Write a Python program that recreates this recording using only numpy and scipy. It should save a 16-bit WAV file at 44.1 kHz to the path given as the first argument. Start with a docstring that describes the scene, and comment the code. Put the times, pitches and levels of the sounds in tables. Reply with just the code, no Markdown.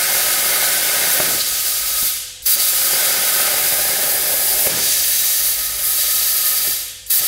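"""A robot-held plasma torch cuts a steel pipe in a large workshop over humming machines.
A cut is under way: arc roar in the pipe and nozzle hiss, both noise shaped by moving resonances.
The arc goes out with a pop, cooling air hisses on, then the valve shuts and the hiss drains away.
A second cycle bursts with cold air, strikes, roars, spits, pops, cools and drains; a third then starts.
Below lie sine hum and whine, a noise rumble, and a decaying noise tail for the hall."""
import sys
import numpy as np
from scipy import signal
from scipy.fft import rfft, irfft, next_fast_len
from scipy.io import wavfile
from scipy.ndimage import map_coordinates

SR = 44100
rng = np.random.default_rng(int(sys.argv[2]) if len(sys.argv) > 2 else 0)


def master_out(mix):
    """Clip the mix to full scale and print it as 16-bit PCM to the path in sys.argv[1]."""
    frames = np.transpose(np.atleast_2d(mix))
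    ceiling = np.clip(frames, -1, 1)
    pcm = np.round(ceiling * 32767).astype(np.int16)
    wavfile.write(sys.argv[1], SR, pcm)


N = 320607

# raw noise spectra of the torch, before its resonances: (frequency [Hz], relative density [dB per Hz])
HISS_SPECTRUM = [(100, -35), (900, -22), (1500, -11), (2500, -4.8), (3400, -1), (5000, 0.7), (8000, -1.2),
                 (9500, 0.3), (12000, -18), (16000, -26)]
FIZZ_SPECTRUM = [(2000, -49), (6000, -14.5), (8000, -5), (9500, -3.4), (10800, 1), (12700, 1.5),
                 (13700, -2), (15800, -1.7)]
ROAR_SPECTRUM = [(25, -22), (70, -18), (115, -4), (180, -4.5), (300, -5), (450, -2.5), (820, 0), (1050, -8),
                 (1500, -7.5), (3000, -35)]
RASP_SPECTRUM = [(400, -36), (900, -6.5), (1150, -8.5), (1450, 1.5), (2200, 1.5), (2600, -3), (3500, -2.5),
                 (6000, -25.5)]


def torch(leak_reach=0.82):
    """One air supply feeds the hiss at the nozzle and the roar in the cut."""
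    hiss, fizz, roar, rasp = turbulence([HISS_SPECTRUM, FIZZ_SPECTRUM, ROAR_SPECTRUM, RASP_SPECTRUM])
    supply = valve(clock())
    dull_supply = supply ** leak_reach  # the slow leak is duller than the full jet
    return jet(hiss * dull_supply, fizz * supply) + cut(roar, rasp) * dull_supply


def cut(roar, rasp, roar_db=-43.5, roar_arc_db=11.5, roar_drain=0.6,
        rasp_db=-37, rasp_arc_db=10.6, rasp_drain=0.42, roar_cold_db=-5, rasp_cold_db=1,
        flare_db=6, flare_lag_s=0.02, flare_s=0.05, sputter_db=1.9, surge_db=0.5):
    """The jet in the pipe: soft with air alone, flaring as the arc catches, then sputtering in molten steel."""
    t = clock()
    since_on, since_out, _, rasp_loss_db = cycle(t)
    progress = ramp(since_on, since_on - since_out)
    depth = cutting(t)
    sag_db = drained(t, delay=0)
    flare = flare_db * bell(since_on, IGNITE_S + flare_lag_s, flare_s)
    sputter = sputter_db * wobble(130)
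    surge = surge_db * wobble(7)

    roar_level = roar_db + roar_arc_db * depth + roar_cold_db * cold(t) + flare - roar_drain * sag_db
    rasp_arc = (rasp_arc_db - rasp_loss_db * progress ** 2) * depth
    rasp_level = rasp_db + rasp_arc + rasp_cold_db * cold(t) - rasp_drain * sag_db
    sputtering_roar = unit(roar * amp(sputter)) * amp(roar_level)
    sputtering_rasp = unit(rasp * amp(sputter / 2)) * amp(rasp_level)
    return (sputtering_roar + sputtering_rasp) * amp(surge)


# jet level as the arm turns the torch, before trims and the valve's moves:
# (time [s], hiss level [dB], fizz level [dB]); the first pass is in two parts, cutting and cooling
JET_FIRST_PASS = [
    [(0.06, -23, -20), (0.254, -23, -19), (1.05, -23, -20), (1.19, -23, -18)],
    [(1.46, -24, -24), (1.718, -25, -21), (1.836, -26, -23), (2.05, -24, -18)],
]
JET_SECOND_PASS = [(2.64, -21, -18), (2.71, -24, -18), (3.01, -22, -19), (4.39, -26, -19), (4.65, -24, -17),
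                   (4.7, -25, -23), (4.95, -19, -19), (4.96, -22, -19), (5.45, -24, -19), (5.75, -31, -26),
                   (5.84, -28, -20), (6.05, -23, -19), (6.7, -25, -19)]


def jet(hiss, fizz, hiss_db=1.0, steady_db=-31, fizz_db=2.1, burst_db=4.1, hiss_burst_db=0.5,
        choke_db=5.5, choke_s=0.036, choke_lag_s=0.012, hiss_choke=0.45, hiss_drain=0.55,
        flutter_db=0.53, waver_db=0.75):
    """Air at the nozzle: brightest while cold, choked briefly as the arc catches, dulling as the hose drains."""
    t = clock()
    hiss_level, fizz_level = curves(np.vstack([*JET_FIRST_PASS, JET_SECOND_PASS]))
    choke = choke_db * bell(cycle(t)[0], IGNITE_S + choke_lag_s, choke_s)
    flutter = flutter_db * wobble(45)
    # a steady hiss floor lies under the moving hiss level, so its dips stay shallow
    hiss = hiss * np.hypot(amp(hiss_level + hiss_db), amp(steady_db))
    hiss = hiss * amp(hiss_burst_db * cold(t) - hiss_choke * choke - hiss_drain * drained(t))
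    fizz_motion = burst_db * cold(t) - choke - drained(t) + waver_db * wobble(14)
    fizz = fizz * amp(fizz_level + fizz_db + fizz_motion)
    return (hiss + fizz) * amp(flutter)


def turbulence(spectra, size=2048):
    """One noise of steady rms 1 for each spectrum, all with the torch's moving colour."""
    hz, s, z = signal.stft(rng.standard_normal((len(spectra), N)), SR, nperseg=size)
    colour = torch_colour(hz[:, None], s)
    gain = np.array([amp(along(spectrum, hz))[:, None] * colour for spectrum in spectra])
    # every time frame keeps the same total power
    gain = gain / np.linalg.norm(gain, axis=1, keepdims=True)
    sounds = signal.istft(z * gain, SR, nperseg=size)[1]
    return [unit(x[:N]) for x in sounds]


# air resonances of the pipe: (frequency [Hz], width [Hz], lift at full strength [dB])
PIPE_RESONANCES = [(394, 77, 8), (534, 34, 10), (593, 69, 12), (748, 112, 7), (1360, 73, -3.5),
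                   (2158, 80, 4)]
# resonances of the nozzle and its gap to the steel, scaled by how freely it rings:
# (frequency [Hz], width [Hz], lift at ringing 1 [dB])
NOZZLE_RESONANCES = [(3865, 110, 8.5), (4560, 180, 6), (4850, 450, 5), (6000, 240, 5), (6490, 160, 7),
                     (7550, 200, 1.5), (10150, 300, 3.3), (11380, 100, 3), (12030, 260, 5.5),
                     (14600, 240, 4), (15020, 350, 7), (15620, 250, 4)]
# a resonance of the cut, mostly rising as the torch works round the pipe: (time [s], pitch [Hz])
KERF_PITCH = [(1.2, 1540), (2.9, 1470), (3.5, 1480), (3.9, 1680), (4.8, 1700), (5.3, 1820)]
# whistles of the jet on the edges of the steel: (start [s], length [s], pitch [Hz], width [Hz], lift [dB])
EDGE_WHISTLES = [(0, 1.2, 9950, 350, 3), (2.5, .14, 4600, 260, 3), (2.85, 1.7, 4900, 300, 3),
                 (3.6, 2.3, 10080, 320, 2), (4.1, .55, 12250, 700, 2.5), (4.8, .65, 6200, 800, 2.5),
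                 (5.88, 1.4, 12580, 600, 4.8), (6.03, .65, 4600, 300, 2)]


def torch_colour(hz, s, fade=0.06, echo=0.1, drift=.0001, weak_db=5, dulling=0.12, count=12,
                 ring=0.7, ring_cold=0.5, ring_damped=0.3, ring_drain=0.3, kerf_width_hz=190, kerf_db=5,
                 sigh_hz=3100, sigh_width_hz=1100, sigh=0.22, echo_hz=1000):
    """Gain over frequency and time: pipe, cut and nozzle resonances, whistles and echoes from nearby steel."""
    # the nozzle rings most in the cold burst, less while the arc burns or the air dies
    ringing = ring + ring_cold * cold(s) - ring_damped * cutting(s)
    ringing = ringing * amp(-ring_drain * drained(s))
    lift_db = lifts(PIPE_RESONANCES, hz) + ringing * lifts(NOZZLE_RESONANCES, hz)
    kerf_hz = np.interp(s, *np.transpose(KERF_PITCH))
    lift_db = lift_db + kerf_db * bell(hz, kerf_hz, kerf_width_hz)
    for start, length, centre, width, db in EDGE_WHISTLES:
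        held = ramp(np.minimum(s - start, start + length - s) + fade, fade)
        lift_db = lift_db + db * bell(hz, centre, width) * held
    # as the pressure drains, the slowing jet loses its highest frequencies first and sinks to a sigh
    khz_above = np.maximum(hz - 7500, 0) / 1000
    lift_db = lift_db - dulling * np.maximum(drained(s) - weak_db, 0) * khz_above
    lift_db = lift_db + sigh * drained(s) * bell(hz, sigh_hz, sigh_width_hz)
    # short echoes off small surfaces comb the treble; their delays [s] change slowly as the arm moves
    comb = 1
    for delay, speed in zip(rng.uniform(.003, .015, count), rng.standard_normal(count)):
        moving_delay = delay + drift * speed * s
        comb = comb + echo * ramp(hz, echo_hz) * np.cos(2 * np.pi * hz * moving_delay)
    return amp(lift_db) * comb


# cutting cycles; the first is already under way, the last runs on: (air on [s], arc out [s],
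# valve shut [s], rasp lost by the end of the cut [dB], pop at arc out [dB])
CUT_CYCLES = [(-1.5, 1.199, 2.026, 0, -14), (2.453, 4.666, 6.671, 7, -16), (7.095, 9.3, 11.3, 0, -15)]
LEAK_S = 0.032  # faint leak before the valve snaps open


def cycle(t):
    """For the cycle running at t: seconds since air on, arc out and valve shut, and its loss of rasp."""
    rows = np.array(CUT_CYCLES)
    current = np.searchsorted(rows[1:, 0] - LEAK_S, t)
    on, out, shut, loss_db, _ = rows[current].T
    return t - on, t - out, t - shut, loss_db


LEAK_DB, OPEN_S = -21.5, 0.01  # leak gain, and time for the valve to open


def valve(t):
    """Gain of the air supply: a faint leak, then wide open."""
    return amp(LEAK_DB * (1 - ramp(cycle(t)[0], OPEN_S)))


# the hose drains once the valve shuts; each layer of sound takes its own share of this fall
DRAIN_DELAY_S, DRAIN_DB_PER_S = 0.05, 104


def drained(t, delay=DRAIN_DELAY_S):
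    """The fall in the jet since the valve shut, in decibels."""
    return DRAIN_DB_PER_S * np.maximum(cycle(t)[2] - delay, 0)


# the arc catches after a burst of cold air, bites through the wall, and the cut cools once it is out
IGNITE_S, PIERCE_S, COOL_S = 0.108, 0.42, 0.3


def cold(t, fade=0.01):
    """1 during the burst of cold air, 0 once the arc has caught."""
    return ramp(IGNITE_S - cycle(t)[0], fade)


def cutting(t):
    """How deep the arc is in the steel, 0-1."""
    since_on, since_out, _, _ = cycle(t)
    return ramp(since_on - IGNITE_S, PIERCE_S) * (1 - ramp(since_out, COOL_S))


# hollow pop of the arc: (frequency [Hz], relative level [dB])
POP_SPECTRUM = [(30, -22), (90, -2), (200, -1.5), (600, -2), (1000, -8), (1550, -6), (2300, -5.5),
                (3200, -17), (6000, -35)]
# the arc spits in mid-cut: (time [s], level [dB])
ARC_SPITS = [(2.932, -22), (3.722, -26)]


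def pops(flutter_db=-30):
    """The arc pops hollowly in the pipe as it spits or goes out; then air flutters as it refills the cut."""
    flutter = unit(noise(POP_SPECTRUM) * amp(1.2 * wobble(90)))
    hollow = lambda hz: along(POP_SPECTRUM, hz) + 0.7 * lifts(PIPE_RESONANCES, hz)
    arc_outs = [(out, db) for _, out, _, _, db in CUT_CYCLES]
    bangs = sum(amp(db) * knock(s, hollow, hold=0.0056, t60=0.026) for s, db in arc_outs + ARC_SPITS)
    refill = sum(burst(s + 0.019, rise=0.007, hold=0.115, t60=0.35) for s, _ in arc_outs)
    return bangs + amp(flutter_db) * flutter * refill


# brief rushes as the jet grazes an edge: (centre [s], length at half height [s], pitch [Hz],
# width [Hz], peak level [dB])
EDGE_GRAZES = [(1.41, .024, 4400, 1000, -19.5), (5.485, .07, 12000, 4000, -20),
               (5.87, .06, 12000, 4000, -23)]


def grazes():
    """The jet rushes briefly over an edge of the steel: resonant noise under a bell envelope."""
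    total = 0
    for s, length, centre, width, db in EDGE_GRAZES:
        rush = resonant_noise(centre, width)
        total = total + amp(db) * bell(clock(), s, length) * rush
    return total


# the note that the jet blows on the pipe's mouth, one curve a pass, before trim: (time [s], level [dB])
MOUTH_NOTE_LEVEL = [
    [(0.03, -35), (0.13, -40), (0.32, -35), (1.76, -42), (2.0, -37), (2.06, -43)],
    [(2.64, -42), (3.42, -33), (3.62, -40), (5.07, -49), (6.54, -38), (6.68, -45)],
]


def flute(note_hz=1266, width_hz=68, note_db=0.7, note_drain=0.8, build_s=0.08, build_db=12):
    """A breathy note from air crossing the pipe's mouth; it builds with the air and dies with the pressure."""
    t = clock()
    note = resonant_noise(note_hz, width_hz)
    level = curves(np.vstack(MOUTH_NOTE_LEVEL))[0] + note_db - note_drain * drained(t)
    unbuilt = 1 - ramp(cycle(t)[0], build_s)
    return note * valve(t) * amp(level - build_db * unbuilt)


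# low push of air: (frequency [Hz], relative level [dB])
THUD_SPECTRUM = [(30, -6), (100, -7), (300, -4.5), (480, -9), (1200, -20), (4000, -41)]


def thuds(catch_db=-37, shut_db=-30):
    """Short low pushes of air as the arc catches and as the valve shuts."""
    pushes = []
    for on, _, shut, _, _ in CUT_CYCLES:
        pushes += [(on + IGNITE_S, catch_db), (shut, shut_db)]
    colour = lambda hz: along(THUD_SPECTRUM, hz)
    return sum(amp(db) * knock(s, colour, hold=0.0068, t60=0.16) for s, db in pushes if s > 0)


# decay of the hall: (frequency [Hz], time to fall 60 dB [s])
HALL_DECAY = [(100, 2.4), (1000, 0.45), (4000, 1.08), (8000, 0.96), (15000, .45)]


def hall(x, size=256):
    """The hall's tail: noise that dies away at its own rate in each band, convolved with the sound."""
    hz, t, z = signal.stft(rng.standard_normal(SR), SR, nperseg=size)
    decay = amp(-60 * t / along(HALL_DECAY, hz)[:, None])
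    tail = signal.istft(z * decay, SR, nperseg=size)[1]
    return signal.fftconvolve(x, tail / np.linalg.norm(tail))[:N]


# the robot's low rumble, strongest as the arm swings back, before trim and swell: (time [s], level [dB])
RUMBLE_LEVEL = [(0.0, -53), (2.0, -49), (3.08, -59), (3.75, -49), (5.26, -52), (5.41, -44), (6.64, -48),
                (7.27, -57)]
# colour of the rumble: (frequency [Hz], relative density [dB per Hz])
RUMBLE_SPECTRUM = [(15, -13), (30, 2), (55, 10.5), (85, -5), (130, -7), (300, -16), (700, -24), (2000, -36),
                   (8000, -48)]
# mains hum and a machine whine, before waver: (frequency [Hz], rms level [dB])
HUM_TONES = [(50, -58), (100, -60.5), (506, -58.5)]


def machines(rumble_db=-0.9, waver_db=2.0, swell_db=1.5):
    """The robot rumbles as low noise; the power supply hums and whines as wavering sines."""
    hum = 0
    for hz, db in HUM_TONES:
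        level = amp(db + waver_db * wobble(6)) * np.sqrt(2)  # rms to peak
        hum = hum + level * np.sin(2 * np.pi * hz * clock() + 0.43 * wobble(5))
    rumble_level = curves(RUMBLE_LEVEL)[0] + rumble_db + swell_db * wobble(5)
    return hum + noise(RUMBLE_SPECTRUM) * amp(rumble_level)


def knock(s, colour_db, hold, t60, size=4096):
    """A brief puff of pressure at s, rung causally through a colour; its energy is that of rms 1 over hold."""
    hz, t = np.fft.rfftfreq(size, 1 / SR), np.arange(size) / SR
    # folding the cepstrum gives minimum phase, so nothing rings ahead of the puff
    cepstrum = irfft(np.log(amp(colour_db(hz))))
    body = np.exp(rfft(2 * cepstrum[:size // 2], size))
    puff = rfft(rng.standard_normal(size) * amp(-60 * np.maximum(t - hold, 0) / t60))
    pulse = irfft(body * puff)
    pulse = pulse * np.sqrt(hold * SR) / np.linalg.norm(pulse)
    return np.pad(pulse, (round(s * SR), N))[:N]


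def burst(s, rise, hold, t60):
    """An envelope that rises at s, holds, then dies away."""
    age = np.maximum(clock() - s, 0)
    return (1 - np.exp(-age / rise)) * amp(-60 * np.maximum(age - hold, 0) / t60)


def noise(spectrum):
    """Steady noise of rms 1."""
    return unit(filtered(rng.standard_normal(N), lambda hz: amp(along(spectrum, hz))))


def resonant_noise(centre, width):
    """Noise of rms 1 through one resonance."""
    return unit(filtered(rng.standard_normal(N), lambda hz: resonance(hz, centre, width)))


def resonance(hz, centre, width):
    """A peak of height 1 with wide skirts."""
    return 1 / (1 + (2 * (hz - centre) / width) ** 2)


def lifts(resonances, hz):
    """The lift in dB that a set of resonances gives each frequency."""
    return sum(db * bell(hz, centre, width) for centre, width, db in resonances)


def bell(x, centre, width):
    """A bump of height 1 and the given width at half height."""
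    return .5 ** ((2 * (x - centre) / width) ** 2)


def ramp(age, length):
    """0 before age zero, rising to 1 over length."""
    return np.clip(age / length, 0, 1)


def wobble(rate):
    """A smooth random curve, rate knots a second."""
    knots = rng.standard_normal(int(N * rate / SR) + 4)
    return map_coordinates(knots, [np.arange(N) * rate / SR])


def filtered(x, response):
    """x times a response of frequency."""
    m = next_fast_len(N + SR // 2)
    return irfft(rfft(x, m) * response(np.fft.rfftfreq(m, 1 / SR)), m)[..., :N]


def along(points, hz):
    """(frequency, value) points read on a log frequency axis."""
    f, v = np.transpose(points)
    return np.interp(np.log(hz + 1), np.log(f + 1), v)


def curves(rows):
    """One value per sample for each column after the time."""
    s, *cols = np.transpose(rows)
    return [np.interp(clock(), s, c) for c in cols]


def clock():
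    """The time of every sample in seconds."""
    return np.arange(N) / SR


def amp(db):
    """Decibels to gain."""
    return 10 ** (np.asarray(db) / 20)


def unit(x):
    """x at rms 1."""
    return x / np.sqrt(np.mean(x ** 2) + 1e-20)


def scene(hall_db=-13):
    """Torch, hall and machines, alike in both channels."""
    work = torch() + grazes() + flute() + pops() + thuds()
    mono = work + amp(hall_db) * hall(work) + machines()
    return np.array([mono, mono])


TOP_HZ = 15800  # middle of the treble cutoff


def record(dry):
    """A steep treble cutoff, 200 Hz wide, with silence above it."""
    return filtered(dry, lambda hz: np.clip((TOP_HZ - hz) / 200 + .5, 0, 1) ** 2)


dry = scene()
out = record(dry)
master_out(out)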